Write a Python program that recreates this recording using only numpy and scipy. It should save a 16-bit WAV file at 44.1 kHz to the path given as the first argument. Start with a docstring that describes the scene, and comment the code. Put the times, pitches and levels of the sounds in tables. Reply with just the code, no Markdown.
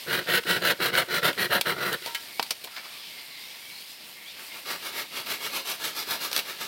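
"""Sawing branches in a leafy yard

A hand saw cuts a branch close overhead, about seven strokes a second, its teeth tearing the fibres.
The wood cracks, the freed blade knocks and rings, and the cut piece clatters to the ground.
A second branch is sawn further off and splinters. Leaves hiss and far birds whistle thinly."""
import sys
import numpy as np
from scipy import signal
from scipy.fft import rfft, irfft, next_fast_len
from scipy.io import wavfile
from scipy.ndimage import uniform_filter1d

SR = 44100
rng = np.random.default_rng(int(sys.argv[2]) if len(sys.argv) > 2 else 0)


def dump_mix(stems):
    """Bounce the given channels to the path in sys.argv[1] as a 16-bit WAV at rate SR."""
    frames = np.atleast_2d(stems).T  # one column per channel
    limited = np.clip(frames, -1, 1)  # hard clip at full scale
    pcm = np.round(limited * 32767).astype(np.int16)
    wavfile.write(sys.argv[1], SR, pcm)


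N = 294147
T = np.arange(N) / SR

# tone of the leaves' hiss: frequency_hz, level_db
LEAF_TONE = [(18, -76), (30, -33), (184, -11), (355, -12), (526, -12.5), (616, -10.5), (1190, -12.5),
             (1280, -19.5), (1670, -9), (2170, -5), (3310, -5), (4910, -5.5), (6210, -15.5), (13300, -15.5),
             (16000, -16.5)]
# steady bands that stand out of the hiss: frequency_hz, width_hz, boost_db
LEAF_PEAKS = [(944, 40, 2.5), (1190, 40, 3), (1360, 33, 9), (9050, 830, 4), (13100, 980, 5)]
# a set curve for the recorder's automatic gain, which turns the background hiss down
# around loud sounds, then lets it swell back: time_s, level_db
BACKGROUND_DUCKING = [(0, -41), (.75, -45.5), (2.1, -42), (2.48, -42), (2.58, -45), (2.85, -42.5),
                      (3.78, -43.5), (4.05, -44), (5.1, -43)]
# close saw strokes, push and pull in turn (grab is a brief jump in level early in the stroke):
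# start_s, length_s, level_db, brightness_db, fastest_at_fraction, hollow_ring_hz, grab_db
NEAR_SAW_STROKES = [(.057, 0.18, -28.5, -1, .48, 420, 0), (.256, 0.15, -25, 0.5, .68, 440, 1),
                    (.449, .162, -26.5, 0, .38, 350, -3), (.604, 0.14, -24.5, 0, 0.61, 574, 3.5),
                    (0.786, 0.13, -27.5, 0.5, .56, 389.5, 8.5), (.913, 0.13, -25, -0.5, .57, 574, 3),
                    (1.071, 0.14, -28.5, 0, .7, 417, 2), (1.214, 0.11, -23.7, -1.5, 0.46, 630.4, 2.5),
                    (1.362, 0.12, -28.5, 0.5, 0.56, 327, 6.5), (1.491, .112, -24, -3, .5, 629.7, 4),
                    (1.644, .113, -27.5, -3, 0.41, 414, 3), (1.749, 0.19, -29.5, -4.5, 0.63, 423, 9),
                    (1.912, 0.057, -31.5, -3, 0.43, 431.2, 0.5), (2.005, .13, -46.5, 6, .5, 430, 9)]
# even strokes further off: start_s, length_s, level_db, brightness_db
FAR_SAW_STROKES = [(4.34, .14, -48.5, -3.5), (4.485, 0.15, -46, -3.5), (4.64, 0.15, -35.5, -2.5),
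                   (4.81, 0.12, -39.5, -1), (4.915, 0.15, -36.5, -1.7), (5.105, 0.15, -39, -1.5),
                   (5.25, 0.14, -35, -0.5), (5.388, 0.13, -37, -1), (5.503, 0.13, -35, -0.5),
                   (5.635, 0.14, -37.5, 2), (5.782, 0.16, -37, 1.02), (5.933, .125, -38, 2),
                   (6.055, .14, -34.5, 0), (6.187, 0.12, -37, 1.97), (6.305, 0.13, -36.5, 1.5),
                   (6.43, 0.14, -40, -2.5), (6.572, .13, -39.5, -1.13)]
# a stroke's four bands (body, middle, rasp, hiss), one row each: level_db, speed_exponent
NEAR_BANDS = [(-6.3, 0.6), (-0.5, 1.11), (-0.98, 1.34), (-4, 1.9)]
FAR_BANDS = [(-8.5, 1.3), (1.5, 1.83), (0, 1.67), (1.9, 1.93)]
# tone of the scraping teeth: frequency_hz, level_db
NEAR_TEETH_TONE = [(30, -35), (85, -21.5), (125, -12), (240, -15.5), (450, -15), (850, -15.5), (1350, -8),
                   (2000, -5.5), (2450, -15), (4250, -18.5), (5200, -24.5), (6600, -28), (9000, -21),
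                   (13000, -18)]
FAR_TEETH_TONE = [(35, -56), (85, -17.5), (150, -10), (380, -3.5), (650, -4.5), (1100, -14), (1800, -7),
                  (4000, 12.5), (5400, 1), (6600, -13), (9500, -16), (12000, -10.5), (16000, -16)]
# where branch and handle ring: pitch_hz, width_hz, boost_db
NEAR_WOOD_PEAKS = [(174, 22, 11), (361, 24, 9), (481, 30, 5), (583, 22, 9), (716, 22, 9), (946, 28, 9),
                   (1308, 30, 4), (1643, 30, 5), (1893, 60, 2), (2900, 220, 5), (4040, 220, 4)]
FAR_WOOD_PEAKS = [(410, 27, 3.3), (914, 32, 10), (1150, 6.4, 6.1), (1144, 4.3, 0.87), (1374, 32, 6.9),
                  (1674, 58, 5.4), (2200, 52, 5.9), (2670, 7.8, 2.4), (2832, 33, 8.6), (3020, 12, 2.1)]
# where the bending blade rings as it cuts: pitch_multiple, width_hz, boost_db
BEND_PEAKS = [(0.392, 29, -5), (1, 130, 11.5), (1.272, 70, 3), (1.72, 70, -1.5), (2.1, 80, 0.5),
              (2.8, 89, 4.5)]
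# cracks and knocks of wood: start_s, fade_s, level_db, thump_db, brightness_db, ring_hz
WOOD_CRACKS = [(.4361, 0.022, -33.5, -20, -2, 3000), (0.9525, 0.02, -20.5, -23, -10, 1600),
               (1.33, .03, -34, -11, 1, 3000), (1.522, 0.02, -29, -18, -11, 1500),
               (1.6112, 0.036, -18.5, -14, 4, 3570), (1.9292, 0.018, -26, -12, 7.5, 1700),
               (2.0596, 0.091, -31.5, -4.5, 1.5, 430), (2.1469, 0.083, -28, -22, 4, 2900),
               (2.3959, 0.034, -21, -2, -6.5, 850), (2.4269, 0.041, -25, -28, 2, 4670),
               (2.5072, 0.051, -21.5, -14.5, 5, 5340), (2.6409, 0.086, -36, -6, 5.5, 1000),
               (2.673, 0.046, -42, -7, -8, 700), (2.763, 0.14, -35.5, -14, -5, 1850),
               (2.8416, 0.27, -44, -13, -4.5, 1410), (6.3141, 0.036, -31.5, -10, 3, 5300),
               (6.33, 0.017, -21.5, -22, 3, 5300), (6.3636, 0.022, -18, -19, 3.5, 4240),
               (6.3772, 0.03, -23, -12, 6, 4000), (6.3898, 0.067, -25, -9.5, 2.5, 2800)]
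# tone of a crack: frequency_hz, level_db
CRACK_TONE = [(40, -39), (200, -15.5), (550, -5.5), (1050, 0), (1500, -2.5), (4700, -2.5), (6500, -10.5),
              (11000, -10), (16000, -10.5)]
# where cracked or struck wood rings: pitch_hz, width_hz, boost_db
CRACK_PEAKS = [(640, 93, 2.5), (940, 120, 1.5), (1502, 71, 6), (2290, 96, 8.5), (4422, 150, 3.5),
               (4660, 180, -1)]
# knocks on the freed blade: start_s, level_db, strongest_hz
BLADE_HITS = [(2.066, -26, 724), (2.148, -33, 2300)]
# the freed blade's own notes: pitch_hz, level_db, fade_s
BLADE_NOTES = [(931, -7.5, 0.33), (1000, -11, 0.24), (1352, -3.5, 0.32), (1650, 3.5, 0.15),
               (1920, 5.5, 0.076), (2150, 5, 0.083), (3080, 7, 0.11), (3257, -13, .18), (4441, -13, .1),
               (5600, -3, .08)]
# whistles of far birds: start_s, length_s, pitch_hz, glide_octaves, level_db
BIRD_NOTES = [(2.275, 0.18, 2240, 0.24, -47), (2.66, .22, 1330, -0.11, -52.5),
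              (2.897, 0.14, 1164, -0.081, -54), (3.056, .22, 2130, -0.12, -48.5),
              (3.263, 0.24, 2100, -0.03, -48), (3.28, 0.23, 1060, -.12, -62), (3.29, .1, 4030, -.19, -48),
              (3.6, 0.25, 2210, -0.013, -47.5), (3.69, 0.15, 4160, .25, -46.5),
              (3.853, 0.14, 5000, .1, -52), (4.107, 0.24, 2230, 0.3, -49.5), (4.247, 0.083, 3450, .33, -44),
              (4.477, .12, 2220, .22, -47)]


def undb(db):
    """Turn decibels into a number to multiply by."""
    return 10 ** (np.asarray(db) / 20)


def unit(x):
    """Scale a signal to an average power of 1."""
    return x / np.sqrt(np.mean(x ** 2, axis=-1, keepdims=True))


def fade(t, fade_s):
    """A curve that falls by 60 dB in fade_s seconds."""
    return np.exp(-np.log(1000) * t / fade_s)


def wobble(per_s):
    """A random curve that slides to a new value per_s times a second."""
    step = max(int(SR / per_s), 2)
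    return unit(uniform_filter1d(np.repeat(rng.standard_normal(N // step + 1), step), step)[:N])


def shape_tone(x, tone, peaks, size=8192):
    """Filter a sound through a smooth tone curve with ringing peaks on top."""
    f = np.fft.rfftfreq(size, 1 / SR) + 1
    hz, db = np.transpose(tone)
    gain = undb(np.interp(np.log(f), np.log(hz), db))
    for centre, width, boost in peaks:
        gain *= np.sqrt(1 + (undb(boost) ** 2 - 1) / (1 + (2 * (f - centre) / width) ** 2))
    # build the filter so that it rings only after a hit, never before
    cepstrum = irfft(np.log(gain))[:size // 2]
    cepstrum[1:] *= 2
    response = irfft(np.exp(rfft(cepstrum, size)))[:size // 2]
    return signal.oaconvolve(x, response)[:len(x)]


def split_bands(x, edges_hz=(750, 2400, 6000)):
    """Split a sound into four bands, low to high: body, middle, rasp and hiss."""
    size = next_fast_len(len(x) + 1024)
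    f = np.fft.rfftfreq(size, 1 / SR)
    below = [1 / (1 + (f / edge) ** 10) for edge in edges_hz]
    masks = np.diff([np.zeros_like(f), *below, np.ones_like(f)], axis=0)
    return irfft(rfft(x, size) * masks, size)[:, :len(x)]


def ring(x, hz, width_hz):
    """Keep the part of a sound near one pitch, which may glide."""
    turn = np.exp(2j * np.pi * np.cumsum(hz) / SR)
    pole = np.exp(-np.pi * width_hz / SR)
    return 2 * np.real(turn * signal.lfilter([1 - pole], [1, -pole], x * turn.conj()))


def leaves(grain_db=1.0, flicker_db=1.35, shimmer_db=2.0, drift=0.09):
    """Countless leaves merge into a soft hiss that flickers and shimmers in drifting bands."""
    grains = rng.standard_normal(N) * undb(grain_db * wobble(900))
    rustle = shape_tone(grains, LEAF_TONE, LEAF_PEAKS)
    for hz in (2900, 3800, 4700):
        shimmer = (undb(shimmer_db) - 1) * (1 + np.tanh(wobble(3.1)))
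        rustle += shimmer * ring(rustle, hz * (1 + drift * wobble(7)), hz / 25)
    hiss = sum(band * undb(flicker_db * wobble(18)) for band in split_bands(rustle))
    return unit(hiss) * undb(np.interp(T, *np.transpose(BACKGROUND_DUCKING)))


def arm(strokes, bands, fastest_at, grab_db, surge, overrun_s, grab_at_s=.016, release_s=0.0084):
    """The arm swings to and fro, giving blade speed, blade position (-1 to 1) and each band's gain."""
    fastest_at = np.broadcast_to(fastest_at, len(strokes))
    grab_db = np.broadcast_to(grab_db, len(strokes))
    speed, position, gains = np.zeros(N), np.zeros(N), np.zeros((len(bands), N))
    band_db, exponents = np.transpose(bands)[:, :, None]
    upper_bands = np.array([[0], [0], [1], [1]])
    for k, (start, length, db, bright, *_) in enumerate(strokes):
        span = (T > start - overrun_s) & (T < start + length + overrun_s)
        t = T[span] - start
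        progress = np.interp(t, [-overrun_s, fastest_at[k] * length, length + overrun_s], [0, .5, 1])
        pointed = 1 - np.abs(2 * progress - 1)
        swing = np.abs((1 - surge) * np.sin(np.pi * progress) + surge * pointed)
        speed[span] = np.maximum(speed[span], swing)
        position[span] = (-1) ** k * np.cos(np.pi * progress)
        grab = grab_db[k] * (t > grab_at_s) * np.exp(-np.abs(t - grab_at_s) / release_s)
        # the wood sounds as soon as the blade moves, the hiss only at speed
        gains[:, span] += undb(db + grab + band_db + bright * upper_bands) * swing ** exponents
    return speed, position, gains


def saw(strokes, motion, tone, peaks, tooth_hz, bite_spread_db, fibre_db, judder_db, judder_per_s,
        blade_hz, bend, wander, hollow_hz, hollow_db):
    """Teeth strike the wood more often as the blade speeds up; each tears a burst of fibres."""
    speed, position, gains = motion
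    teeth_passed = np.cumsum(tooth_hz * np.sqrt(speed) * np.exp(.25 * wobble(300))) / SR
    bites = np.diff(np.floor(teeth_passed), prepend=0)
    bites *= undb(bite_spread_db * np.clip(rng.standard_normal(N), -2, 2))
    tearing = signal.lfilter([1], [1, -np.exp(-1 / (0.0034 * SR))], bites + 1e-12)
    fibres = rng.standard_normal(N) * np.sqrt(np.abs(tearing))
    force = unit(bites - uniform_filter1d(bites, 400)) + undb(fibre_db) * unit(fibres)
    # the blade catches and slips in the cut
    force *= undb(judder_db * np.tanh(wobble(judder_per_s)))
    starts, lengths = np.transpose(strokes)[:2]
    cutting = (T > starts[0]) & (T < starts[-1] + lengths[-1])
    sound = steel_ring(shape_tone(force[cutting], tone, peaks), starts - starts[0])
    # the branch's hollow ring can shift between push and pull
    hollow = np.interp(T[cutting], starts + lengths / 2, np.broadcast_to(hollow_hz, len(strokes)))
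    sound += (undb(hollow_db) - 1) * ring(sound, hollow, width_hz=166)
    # push and pull change the blade's free length, so its ringing glides and wanders
    pitch = blade_hz * (1 + bend * position + wander * wobble(7.4))[cutting]
    for multiple, width, boost in BEND_PEAKS:
        sound += (undb(boost) - 1) * ring(sound, multiple * pitch, width)
    # the arm keeps an even pressure: steady each band, then let the strokes set its level
    bands = split_bands(sound)
    power = uniform_filter1d(bands ** 2, int(0.066 * SR), axis=1)
    out = np.zeros(N)
    out[cutting] = np.sum(gains[:, cutting] * bands / np.sqrt(np.abs(power) + 1e-9), axis=0)
    return out


def steel_ring(scrape, starts, fade_s=0.026, ring_db=-6):
    """Add the blade's many brief, high notes; each stroke wakes a different set."""
    t = T[:SR // 20]
    out = np.pad(scrape, (0, len(t)))
    edges = [int(start * SR) for start in starts] + [len(scrape)]
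    highs = signal.butter(2, 1800, "high", fs=SR, output="sos")
    for first, last in zip(edges, edges[1:]):
        tail = signal.sosfilt(highs, rng.standard_normal(len(t)) * fade(t, fade_s))
        ringing = signal.fftconvolve(scrape[first:last], tail / np.linalg.norm(tail))
        out[first:first + len(ringing)] += undb(ring_db) * ringing
    return out[:len(scrape)]


def snags(per_s, db, release_s=0.0062):
    """A gain for the sawing: it jumps when a tooth snags a tough fibre, then relaxes."""
    jumps = (rng.random(N) < per_s / SR) * np.minimum(rng.exponential(size=N), 2)
    strain = signal.lfilter([1], [1, -np.exp(-1 / (release_s * SR))], jumps + 1e-12)
    return undb(db * np.minimum(strain, 2))


def wood_cracks(snap_s=0.0011, click_db=20, splinter_db=3.5, fibre_count=512, ring_db=7):
    """Wood breaks or is struck, then rattles briefly; longer cracks start more softly."""
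    size, lead = 8192, 256  # samples
    out, t = np.zeros(N + 2 * size), T[:size]
    for start, fade_s, db, thump, bright, ring_hz in WOOD_CRACKS:
        decay = fade(t, fade_s)
        rise_s = 0.014 * fade_s
        burst = rng.standard_normal(size) * (1 - np.exp(-t / rise_s)) * (decay + np.exp(-t / snap_s))
        # fibres give way one after another, so the rattle is uneven
        burst *= undb(splinter_db * np.repeat(rng.standard_normal(fibre_count), size // fibre_count))
        # a hard hit opens with one clean click
        burst[0] += undb(click_db) * np.exp(-rise_s / 0.00094)
        peaks = [*CRACK_PEAKS, (ring_hz, 0.19 * ring_hz, ring_db)]
        bands = unit(split_bands(shape_tone(np.pad(burst, (lead, 0)), CRACK_TONE, peaks)))
        gains = undb(db + np.array([thump, -6 - bright, 0, -6 + bright]))
        first = int(start * SR) - lead
        out[first:first + size + lead] += gains @ bands * np.sqrt(np.mean(decay ** 2))
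    return out[:N]


def blade_knocks(spread_octaves=0.73, rise_s=0.00089):
    """The freed blade rings briefly; where it is knocked decides which of its notes sound."""
    out = np.zeros(N)
    for start, db, strongest_hz in BLADE_HITS:
        span = (T > start) & (T < start + .5)
        t = T[span] - start
        for hz, note_db, fade_s in BLADE_NOTES:
            gain = undb(db + note_db) * np.exp(-(np.log2(hz / strongest_hz) / spread_octaves) ** 2)
            out[span] += gain * np.sin(2 * np.pi * hz * t) * fade(t, fade_s) * np.tanh(t / rise_s)
    return out


def birds(width_fraction=0.036, scoop_octaves_per_s2=9, waver=0.013):
    """Far birds whistle: each thin, breathy note swells, scoops, glides and wavers."""
    out, breath = np.zeros(N), rng.standard_normal(N)
    wavering = 1 + waver * wobble(40)
    for start, length, pitch, glide, db in list(BIRD_NOTES) + bird_chatter():
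        span = (T > start) & (T < start + length)
        progress = (T[span] - start) / length
        octaves = glide * (progress - .5) + scoop_octaves_per_s2 * ((progress - .5) * length) ** 2
        note = ring(breath[span], pitch * wavering[span] * 2 ** octaves, width_fraction * pitch)
        out[span] += undb(db) * np.sin(np.pi * progress) * unit(note)
    return out


def bird_chatter(count=30, low_hz=2200, high_hz=5100, typical_s=0.086, glide_octaves=0.34, db=-54):
    """Faint bird notes at random moments and pitches, as rows like those of BIRD_NOTES."""
    return [(when * T[-1], typical_s * (.5 + long), low_hz * (high_hz / low_hz) ** high,
             glide_octaves * (2 * up - 1), db)
            for when, long, high, up in rng.random((count, 4))]


def yard_echo(x, echo_db, fade_s=0.22, delay_s=.008):
    """Ground, wall and trees add a faint, short, dull echo."""
    t = T[:SR // 2]
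    tail = rng.standard_normal(len(t)) * fade(t, fade_s) * (t > delay_s)
    tail = signal.sosfilt(signal.butter(1, 5000, fs=SR, output="sos"), tail)
    return x + undb(echo_db) * signal.oaconvolve(x, tail / np.linalg.norm(tail))[:N]


def scene():
    """Two cuts among leaves and birds; the further one swells more in each stroke and has more echo."""
    *_, fastest_at, hollow_hz, grab_db = np.transpose(NEAR_SAW_STROKES)
    near_arm = arm(NEAR_SAW_STROKES, NEAR_BANDS, fastest_at, grab_db, surge=.03, overrun_s=.0005)
    far_arm = arm(FAR_SAW_STROKES, FAR_BANDS, fastest_at=.485, grab_db=2.5, surge=.65, overrun_s=.016)
    near_saw = saw(NEAR_SAW_STROKES, near_arm, NEAR_TEETH_TONE, NEAR_WOOD_PEAKS,
                   tooth_hz=540.4, bite_spread_db=2.2, fibre_db=2.5, judder_db=2.5, judder_per_s=140,
                   blade_hz=1484, bend=0.017, wander=0.03, hollow_hz=hollow_hz, hollow_db=8.5)
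    far_saw = saw(FAR_SAW_STROKES, far_arm, FAR_TEETH_TONE, FAR_WOOD_PEAKS,
                  tooth_hz=479.3, bite_spread_db=1.3, fibre_db=6, judder_db=0.3, judder_per_s=79,
                  blade_hz=1140, bend=0.037, wander=.06, hollow_hz=417, hollow_db=1.5)
    near = yard_echo(near_saw * snags(per_s=13, db=0.8) + wood_cracks() + blade_knocks(), echo_db=-21.5)
    far = yard_echo(far_saw * snags(per_s=25, db=2.5), echo_db=-16.5)
    return (near + far + leaves() + birds())[None]


def record(dry):
    """Cut away the highest treble, above 15900 Hz."""
    return signal.sosfilt(signal.ellip(10, .2, 70, 15900, fs=SR, output="sos"), dry)


dry = scene()
out = record(dry)
dump_mix(out)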